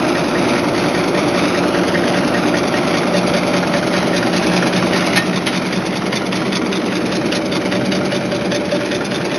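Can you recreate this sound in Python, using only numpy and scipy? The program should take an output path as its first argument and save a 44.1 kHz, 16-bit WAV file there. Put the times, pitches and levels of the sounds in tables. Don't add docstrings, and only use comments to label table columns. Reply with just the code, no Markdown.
import sys
import numpy as np
from scipy import signal
from scipy.fft import rfft, irfft, next_fast_len
from scipy.io import wavfile
from scipy.ndimage import map_coordinates

SR = 44100
rng = np.random.default_rng(int(sys.argv[2]) if len(sys.argv) > 2 else 0)


def to_wav(s):
    ch = np.atleast_2d(s).T
    pcm = np.round(np.clip(ch, -1, 1) * 32767)
    wavfile.write(sys.argv[1], SR, pcm.astype(np.int16))


N = 413658
TIME = np.arange(N) / SR
CYCLE_HZ, CYCLE_S = 5.0178, 0.19923

# time in seconds, then the levels
# in dB of frame rumble, gear growl, roller ring, belt whirr and paper hiss.
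LEVELS = [(0, -21.5, -20.5, -21, -26, -25.5), (1.6, -21, -19.5, -25, -26, -26),
          (3.6, -21, -20.5, -26, -27, -26), (5.12, -20.5, -20.5, -23.5, -28, -24.5),
          (5.3, -22.5, -23.5, -36, -31.5, -27.5), (6.3, -23.5, -21.5, -27, -32.5, -27),
          (6.9, -24.5, -19.5, -29.5, -33, -28), (7.9, -21, -21, -24.5, -34, -28),
          (8.4, -22.5, -22, -28, -35.5, -28), (9.38, -23, -21.5, -30, -33.5, -27)]
# frequency in Hz, level in dB.
FRAME_COLOUR = [(20, -61), (45, -32), (70, -12.5), (100, -9.5), (130, -1), (200, 0.5), (250, -3.5),
                (330, -22.5), (700, -86.5)]
GEAR_COLOUR = [(120, -36), (220, -7), (280, -2.5), (390, -1.5), (430, -8), (480, -4), (540, -10),
               (700, -39.5), (1500, -56)]
ROLLER_COLOUR = [(300, -35.5), (500, -18), (560, -1), (590, 5), (625, 1.5), (690, -14), (1200, -48)]
BELT_COLOUR = [(300, -23), (520, -4.5), (680, -1), (850, -5.5), (1100, -11), (1350, -8), (1700, -20.5),
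               (5000, -38)]
WEB_COLOUR = [(300, -13.5), (1000, 0), (1350, 2), (1650, 1.5), (2300, 4), (3000, -0.5), (4000, -4),
              (4700, -3), (6400, -10), (10500, -14.5), (12000, -30.5), (15000, -41)]

HUM_MULTIPLES = (36, 70, 116)
# time in seconds, then low, middle and high hum in dB.
HUMS = [(0, -43, -26.5, -38), (1.7, -35.5, -30, -35.5), (3.4, -30, -32, -36), (4.9, -28.5, -31, -38),
        (5.7, -37, -42, -48), (7.3, -33, -34, -36), (9.38, -34, -33, -39)]
# seconds after the cycle start, multiple of the cycle rate,
# rise in seconds, decay in seconds, time when nearest in seconds, reach in seconds, peak level in dB.
THROBS = [(.204, 36, .022, .028, 4.7, 1.0, -18.5), (.204, 36, .02, .024, 1.3, 1.4, -23),
          (.13, 36, .02, .03, 4.6, .8, -23), (.122, 38, .022, .028, 7.2, 1.4, -21),
          (.005, 40, .02, .02, 7.6, 1.3, -23), (.063, 47, .014, .018, 4, 1.3, -22),
          (.066, 47, .016, .02, 7.1, .9, -19.5), (.008, 58, .014, .016, 2.5, 2.2, -23),
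          (.056, 58, .014, .024, 1, 1.1, -22.5), (.089, 64, .013, .013, 4.5, 1.0, -17.5),
          (.08, 62, .01, .012, 1.2, 1.4, -23), (.087, 63, .012, .016, 7.6, 1.4, -22.5),
          (.02, 63, .014, .016, 7.8, 1.5, -22.5), (.027, 70, .01, .018, 1.2, 1.8, -18.5),
          (.116, 72, .01, .013, 1, 1.3, -22), (.153, 70, .012, .03, 1.1, 1.3, -18.5),
          (.166, 75, .016, .018, 4.5, .9, -22), (.186, 74, .014, .016, 7.8, 1.4, -24),
          (.053, 120, .005, .008, 2.8, 2.3, -20.5), (.093, 118, .006, .013, 3.4, 1.3, -19),
          (.12, 121, .007, .011, 1.5, 1.3, -24), (.191, 120, .005, .008, 3.2, 1.3, -23),
          (.16, 116, .007, .024, 3.3, 1.6, -19), (.162, 116, .008, .02, 8.2, 1.2, -19),
          (.192, 116, .006, .009, 8.2, 1.2, -23), (.058, 116, .008, .02, 8, 1.2, -24)]
# multiple of the cycle rate, then the level in dB relative to their
GEAR_TONES = [(35, -26, -17), (38, -19, -14), (46, -20, -16), (47, -17, -16), (51, -13, -21),
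              (60, -14, -18), (64, -17, -18), (112, -13, -14)]

# cycle start in seconds, then changes in dB for the tap,
# the snap, the knock (also latch and click), and the swish.
CYCLES = [(0.0003, -0.5, 1.0, 0.0, -1.0), (0.1995, -0.5, -1.0, -1.0, -1.0), (0.3988, 0.0, 0.5, -1.0, 0.5),
          (0.598, 0.0, -0.5, -1.0, -1.0), (0.7972, 1.0, -0.5, 0.0, -1.0), (0.9964, 1.0, 1.0, -1.5, 2.0),
          (1.1957, -1.5, -1.0, 1.5, 1.5), (1.3949, 0.5, -1.5, 1.0, 0.5), (1.5941, 0.5, -0.5, -0.5, -1.5),
          (1.7934, 0.5, 2.0, 1.0, -0.5), (1.9926, -1.0, 0.0, 0.5, -0.5), (2.1918, 0.0, 0.0, -0.5, -0.5),
          (2.3911, 1.0, 0.0, 0.0, 1.0), (2.5903, -1.0, 1.0, 0.0, -0.5), (2.7895, -2.0, 0.0, 1.0, 0.5),
          (2.9888, 1.5, -0.5, -1.5, 0.0), (3.188, -1.5, 0.0, 0.5, 0.0), (3.3872, -1.5, -0.5, 0.5, -0.5),
          (3.5864, 2.0, -1.5, 1.5, -1.5), (3.7857, 0.5, 0.5, 1.0, 0.5), (3.9849, 1.5, -0.5, -1.5, 1.0),
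          (4.1841, 0.5, 0.0, -1.5, 0.5), (4.3834, -1.0, 1.5, -1.0, 1.0), (4.5826, 2.0, 2.5, 0.5, -1.0),
          (4.7818, 0.5, -1.5, 0.5, 1.0), (4.981, 0.0, 3.5, 0.0, 1.0), (5.1803, 1.0, -1.0, -0.5, 1.5),
          (5.3795, -1.5, -1.5, 0.5, 0.5), (5.5787, -0.5, -1.5, 1.5, -2.0), (5.778, -2.0, -0.5, -4.0, -1.5),
          (5.9772, 0.5, 1.0, 2.5, 1.0), (6.1764, 0.0, 0.5, 1.5, 0.0), (6.3757, 2.0, -0.5, 1.0, 1.5),
          (6.5749, 2.5, -1.5, 0.5, -1.5), (6.7741, -1.5, 0.0, -3.0, -0.5), (6.9733, -2.5, 2.0, 1.0, -1.0),
          (7.1726, -1.0, 0.0, 2.0, 3.0), (7.3718, -1.5, -1.5, -1.5, 2.0), (7.571, 1.5, 2.0, 1.5, -1.0),
          (7.7703, 1.5, -1.0, 1.5, 0.5), (7.9695, 0.5, 0.5, 0.0, 0.0), (8.1687, -1.0, -1.0, -3.0, -2.5),
          (8.368, 1.0, 0.0, 0.0, 0.5), (8.5672, -2.0, -1.0, 0.0, -2.0), (8.7664, 1.0, -0.5, 1.5, 0.0),
          (8.9656, 1.0, 1.0, 0.0, 1.0), (9.1649, -0.5, 0.5, -1.5, 0.0)]
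# seconds after the cycle start, level in dB,
# rise in seconds, decay in seconds.
TAP = [(.042, 1.5, .0007, .0035), (.0452, 0, .001, .008)]
SNAP = [(.0805, -3.5, .0012, .004), (.087, 2, .0014, .003), (.0925, -1.5, .003, .009)]
LATCH = [(.1475, 0, .0014, .0045)]
KNOCK = [(.1485, 0, .0012, .004), (.1542, 2.5, .0015, .005), (.162, -2, .003, .012)]
CLICK = [(.1425, -8.5, .0015, .003), (.1478, -.5, .0013, .0032), (.153, 4, .0015, .003),
         (.159, -6.5, .002, .01)]
SWISH = [(.167, -7, .008, .012), (.1783, 0, .0014, .005), (.182, 1, .002, .005), (.186, .5, .002, .005),
         (.1945, 3.5, .0018, .004), (.200, -3.5, .002, .008)]
# frequency in Hz, level in dB.
TAP_COLOUR = [(200, -11.5), (700, 6), (1400, 8.5), (2400, 1), (3200, -6.5), (5800, -7.5), (10500, -27),
              (15000, -30)]
SNAP_COLOUR = [(200, -14), (800, 19), (1700, 7.5), (2300, 16.5), (3000, 8), (4800, 11), (6400, 9),
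               (10500, 1.5), (15000, -35)]
KNOCK_COLOUR = [(200, -7), (580, -2), (1000, -15.5), (1500, 1.5), (1900, -1), (2500, -9.5), (3500, -20),
                (7000, -21), (15000, -50)]
CLICK_COLOUR = [(200, -20.5), (1000, 2.5), (2000, 5.5), (2900, 4), (4500, -4), (6400, -4.5), (10500, -14),
                (15000, -45)]
SWISH_COLOUR = [(200, 2.5), (600, 15), (1400, 10.5), (2500, 12), (3000, 6.5), (3500, 8), (6400, 6),
                (10500, -4.5), (15000, -41)]
# frequency in Hz, width in Hz, then the lift in dB heard
LEVER_MODES = [(1400, 89, 0, 7), (1800, 230, 4, 3), (3670, 130, 0, 9.5), (5500, 500, 3, 5.6)]
FOLDER_MODES = [(1330, 38, 5, 8.9), (2260, 360, 2, 3.7), (3460, 150, 3.9, 6.3), (4700, 130, 2.2, 9)]
CAM_MODES = [(1450, 90, 5, 5), (1850, 130, 10, 8)]
JAW_MODES = [(2900, 120, 4.4, 4.4), (3590, 460, 3, 6.4), (4700, 180, 11, 11.2), (5040, 230, 7, 4)]
GUIDE_MODES = [(2350, 400, 4.5, 1), (3580, 160, 3, 10), (4620, 280, 3, 7), (5350, 170, 5, 0.91)]
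# time when nearest in seconds, reach in seconds
# (its sign has no effect), direct level when nearest in dB, level heard everywhere in dB.
TAP_PASS = (5, -2, -20, -21)
SNAP_PASS = (7, 3, -20.5, -22)
LATCH_PASS = (8.5, -0.6, -21.5, -28.5)
KNOCK_PASS = (2.4, 1.6, -21, -27)
CLICK_PASS = (7.5, 2, -14.8, -38)
SWISH_PASS = (6.5, 3, -17.5, -26.5)
CAM_RING_PASS = (1.9, 1.4, -21, -38)
# frequency in Hz, level in dB,
# time to fall by 60 dB in seconds.
CAM_RING = [(1490, -7, .08), (1825, -3, .09), (1875, 0, .11)]
CAM_RING_S, CAM_RING_RISE_S = .149, .003
STROKES_DB = -.7
STEP_S, STEP_DB = 5.19, -3.5

# time in seconds, level in dB, rise in seconds, decay in seconds.
CLATTER = [(5.159, -15, .0006, .002), (5.1642, -8.5, .0006, .003), (5.171, -8, .0006, .003),
           (5.175, -6.5, .0006, .0045), (5.183, -18, .002, .017), (5.463, -21, .002, .004),
           (5.4685, -9.5, .0006, .0035), (5.4745, -11.5, .0008, .0035), (5.481, -19, .002, .014)]
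# frequency in Hz, level in dB.
CLATTER_COLOUR = [(200, -25), (800, 7), (1400, 4.5), (2000, 9), (2800, 5.5), (4200, 1.5), (6400, -3),
                  (10500, -12.5), (12500, -20), (15000, -18)]
# frequency in Hz, width in Hz, lift in dB.
CLATTER_MODES = [(1854, 29, 11), (2820, 130, 1.6), (3190, 120, 8.5), (10060, 2200, 9.4)]
# frequency in Hz, level in dB,
# time to fall by 60 dB in seconds.
CLATTER_RING = [(1835, 7, 0.21), (3070, 4, 0.2), (3610, -9, 0.23), (3870, 1, 0.17)]
RING_DB = -8

# time in seconds, level in dB.
WEB_SHADE = [(0, -1.5), (3, -1), (5, -1.2), (5.7, -3.4), (9.38, -3.5)]
FLUTTER_HZ, FLUTTER_DB = 260, 1.4
COVER_DELAY_S, COVER_SWAY, COVER_DB = .0011, .25, -11
ROOM_T60_S, ROOM_DB = 0.066, -7.5
# frequency in Hz, level in dB.
AIR_COLOUR = [(20, -12), (60, 7), (120, -13), (300, -32), (3000, -70)]
# frequency in Hz, level in dB.
HEARD_COLOUR = [(20, 0.5), (6500, -0.5), (7200, -41.5), (8400, -32), (9100, -2.5), (11400, 4), (12100, -13),
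                (12900, -35), (14300, -9), (15500, -20)]
TOP_HZ = 15300


def gear_train(frame_db, gear_db, roller_db, belt_db):
    frame = undb(frame_db - 5.0) * body(rattling(loose_db=9.0, slow_db=-3.5), FRAME_COLOUR)
    gears = undb(gear_db - 2.5) * body(rattling(loose_db=2, slow_db=-4.0), GEAR_COLOUR)
    rollers = undb(roller_db - 6.5) * body(rattling(loose_db=-1.0, slow_db=-7.0), ROLLER_COLOUR)
    belts = undb(belt_db + 3.5) * body(rattling(loose_db=5.5, slow_db=-4.5), BELT_COLOUR)
    return frame + gears + rollers + belts


def rattling(loose_db, slow_db):
    angle = np.pi * TIME / TIME[-1]
    teeth = np.cos(angle) * one_turn() + np.sin(angle) * one_turn()
    half_speed_shaft = undb(slow_db) * one_turn(count=2)
    loose_play = undb(loose_db) * rng.standard_normal(N)
    return unit(teeth + half_speed_shaft + loose_play)


def one_turn(count=1):
    size = int(round(count * SR / CYCLE_HZ))
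    phases = 2j * np.pi * rng.random(size // 2 + 1)
    turn = irfft(np.exp(phases), size)
    return unit(np.resize(turn, N))


def hums():
    power = {multiple: undb(db) ** 2 for multiple, db in zip(HUM_MULTIPLES, curves(HUMS))}
    for s, multiple, rise, decay, nearest_s, reach_s, db in THROBS:
        age = (TIME - s + CYCLE_S / 2) % CYCLE_S - CYCLE_S / 2
        swell = np.exp(np.where(age < 0, -(age / rise) ** 2, -age / decay))
        near = np.exp(-.5 * ((TIME - nearest_s) / reach_s) ** 2)
        power[multiple] = power.get(multiple, 0) + (undb(db) * swell * near) ** 2
    return sum(np.sqrt(p) * tone(multiple, 0, waver_db=1.5, waver_rad=.5)
               for multiple, p in power.items())


def gear_tones(band_db, gain_db):
    place = TIME / TIME[-1]
    out = 0
    for multiple, feed_db, fold_db in GEAR_TONES:
        part_db = band_db[np.searchsorted([260, 500], multiple * CYCLE_HZ)]
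        out = out + tone(multiple, part_db + feed_db + (fold_db - feed_db) * place)
    return undb(gain_db) * out


def tone(multiple, db, waver_db=3.0, waver_rad=0.41):
    phase = 2 * np.pi * (multiple * CYCLE_HZ * TIME + rng.random()) + waver_rad * drift(6)
    return np.sqrt(2) * undb(db + waver_db * drift(4)) * np.sin(phase)


def all_strokes():
    tap, snap, knock, swish = range(1, 5)
    strokes = (stroke(TAP, TAP_COLOUR, LEVER_MODES, TAP_PASS, tap, grit_db=3.5)
               + stroke(SNAP, SNAP_COLOUR, FOLDER_MODES, SNAP_PASS, snap, grit_db=2.0)
               + stroke(LATCH, KNOCK_COLOUR, CAM_MODES, LATCH_PASS, knock, grit_db=-1.0)
               + stroke(KNOCK, KNOCK_COLOUR, CAM_MODES, KNOCK_PASS, knock, grit_db=4.0)
               + stroke(CLICK, CLICK_COLOUR, JAW_MODES, CLICK_PASS, knock, grit_db=3.0)
               + stroke(SWISH, SWISH_COLOUR, GUIDE_MODES, SWISH_PASS, swish, grit_db=3.0))
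    return strokes * undb(STROKES_DB + STEP_DB * (TIME > STEP_S))


def stroke(pattern, colour, modes, place, column, grit_db,
           play_s=0.00031, scatter_db=-0.07, bright_db=1.6):
    chance = rng.standard_normal((len(CYCLES), len(pattern), 2))
    rows = []
    for cycle, draws in zip(CYCLES, chance):
        for (s, db, rise, decay), (shift, hard) in zip(pattern, draws):
            if cycle[0] + s < N / SR:
                hit_s = cycle[0] + s + play_s * shift
                hit_db = cycle[column] + db + scatter_db * hard
                rows.append((hit_s, hit_db, rise, decay))
    force = contacts(rows) * grit(grit_db)
    at_feed = body(force, colour, [(hz, width, db) for hz, width, db, _ in modes])
    at_fold = body(force, colour, [(hz, width, db) for hz, width, _, db in modes])
    ring = passing(*place) * (at_feed + (at_fold - at_feed) * TIME / TIME[-1])
    ring = signal.sosfilt(signal.butter(2, 130, "high", fs=SR, output="sos"), ring)
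    dull = signal.sosfiltfilt(signal.butter(2, 3000, fs=SR, output="sos"), ring)
    tilt_db = bright_db * drift(20)
    return undb(-tilt_db / 2) * dull + undb(tilt_db) * (ring - dull)


def contacts(rows, size=6000, lead=1000):
    power = np.zeros(N + 2 * size)
    age = (np.arange(size) - lead) / SR
    for s, db, rise, decay in rows:
        start = max(int(s * SR), 0)
        shape = np.exp(-np.abs(age) / np.where(age < 0, rise, decay))
        power[start:start + size] += (undb(db) * shape) ** 2
    return np.sqrt(power[lead:lead + N])


def grit(spread_db):
    chance = rng.standard_normal((2, N))
    return unit(chance[0] * undb(spread_db * chance[1]))


def passing(nearest_s, reach_s, near_db, far_db):
    distance = np.hypot(1, (TIME - nearest_s) / reach_s)
    return np.hypot(undb(near_db) / distance, undb(far_db))


def cam_ring():
    out = np.zeros(N + SR)
    age = np.arange(SR // 8) / SR
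    chance = rng.standard_normal((len(CYCLES), len(CAM_RING)))
    for (start, _, _, force_db, _), draws in zip(CYCLES, chance):
        ping = 0
        for (hz, db, t60), detune in zip(CAM_RING, draws):
            wave = np.sin(2 * np.pi * hz * (1 + .006 * detune) * age)
            ping = ping + undb(db - 60 * age / t60) * wave
        first = int((start + CAM_RING_S) * SR)
        out[first:first + len(age)] += undb(force_db) * ping * (1 - np.exp(-age / CAM_RING_RISE_S))
    return passing(*CAM_RING_PASS) * out[:N]


def clatter(size=16384):
    force = contacts(CLATTER) * grit(4.5)
    age = np.arange(size) / SR
    ring = sum(undb(db - 60 * age / t60) * np.sin(2 * np.pi * hz * age)
               for hz, db, t60 in CLATTER_RING)
    rattle = body(force, CLATTER_COLOUR, CLATTER_MODES)
    ringing = signal.oaconvolve(force, ring / np.linalg.norm(ring))[:N]
    return rattle + undb(RING_DB) * ringing


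def paper_web(web_db):
    flutter_db = 1.0 * drift(11) + FLUTTER_DB * drift(FLUTTER_HZ)
    hiss = undb(web_db + flutter_db) * body(grit(5.2), WEB_COLOUR)
    return shaded(off_covers(hiss))


def shaded(x):
    dull = signal.sosfiltfilt(signal.butter(2, 1900, fs=SR, output="sos"), x)
    return dull + undb(curves(WEB_SHADE)[0]) * (x - dull)


def off_covers(x):
    delay_s = COVER_DELAY_S * np.exp(COVER_SWAY * drift(1.5))
    echo = map_coordinates(x, [(TIME - delay_s) * SR], order=3, mode="mirror")
    return (x + undb(COVER_DB) * echo) / np.hypot(1, undb(COVER_DB))


def workshop(x, size=16384, count=7):
    age = np.arange(size) / SR
    out = 0
    for k in range(count):
        fade = undb(-60 * age / ROOM_T60_S) * (1 - np.exp(-age / 0.0029))
        tail = rng.standard_normal(size) * fade
        share = np.sqrt(np.maximum(1 - np.abs(TIME / TIME[-1] * (count - 1) - k), 0))
        out = out + share * signal.oaconvolve(x, tail / np.linalg.norm(tail))[:N]
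    return out


def port_air():
    return undb(-75) * body(rng.standard_normal(N), AIR_COLOUR)


def body(x, points, modes=(), size=4096):
    f = np.arange(size // 2 + 1) * SR / size + 1
    hz, db = np.transpose(points)
    gain = undb(np.interp(np.log(f), np.log(hz), db))
    for centre, width, lift_db in modes:
        gain = gain * (1 + (undb(lift_db) - 1) / (1 + (2 * (f - centre) / width) ** 2))
    cepstrum = irfft(np.log(gain))
    cepstrum[1:size // 2] *= 2
    cepstrum[size // 2 + 1:] = 0
    response = irfft(np.exp(rfft(cepstrum)))
    return signal.oaconvolve(x, response / np.linalg.norm(response))[:N]


def drift(rate):
    knots = rng.standard_normal(int(N / SR * rate) + 2)
    return 1.41 * np.interp(TIME * rate, np.arange(len(knots)), knots)


def curves(rows):
    s, *columns = np.transpose(rows)
    return [np.interp(TIME, s, c) for c in columns]


def unit(x):
    return x / np.sqrt(np.mean(x ** 2))


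def undb(db):
    return 10 ** (np.asarray(db) / 20)


def scene():
    frame_db, gear_db, roller_db, belt_db, web_db = curves(LEVELS)
    drive = gear_train(frame_db, gear_db, roller_db, belt_db) + hums()
    drive = drive + gear_tones([frame_db, gear_db, roller_db], gain_db=1)
    impacts = off_covers(all_strokes()) + clatter()
    mid = drive + impacts + cam_ring() + paper_web(web_db) + undb(ROOM_DB) * workshop(impacts)
    treble = signal.sosfiltfilt(signal.butter(3, 950, "high", fs=SR, output="sos"), mid)
    spread = undb(-23.5) * workshop(treble, count=2)
    lean_right = -undb(-24.5) * treble
    side = spread + lean_right + port_air()
    return np.array([mid + side, mid - side])


def record(dry):
    size = next_fast_len(N + 4096)
    hz, db = np.transpose(HEARD_COLOUR)
    gain = undb(np.interp(np.arange(size // 2 + 1) * SR / size, hz, db))
    rounded = dry / (1 + (dry / .85) ** 4) ** .25
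    heard = irfft(rfft(rounded, size) * gain, size)[:, :N]
    return signal.sosfilt(signal.ellip(8, .2, 70, TOP_HZ, fs=SR, output="sos"), heard)


dry = scene()
out = record(dry)
to_wav(out)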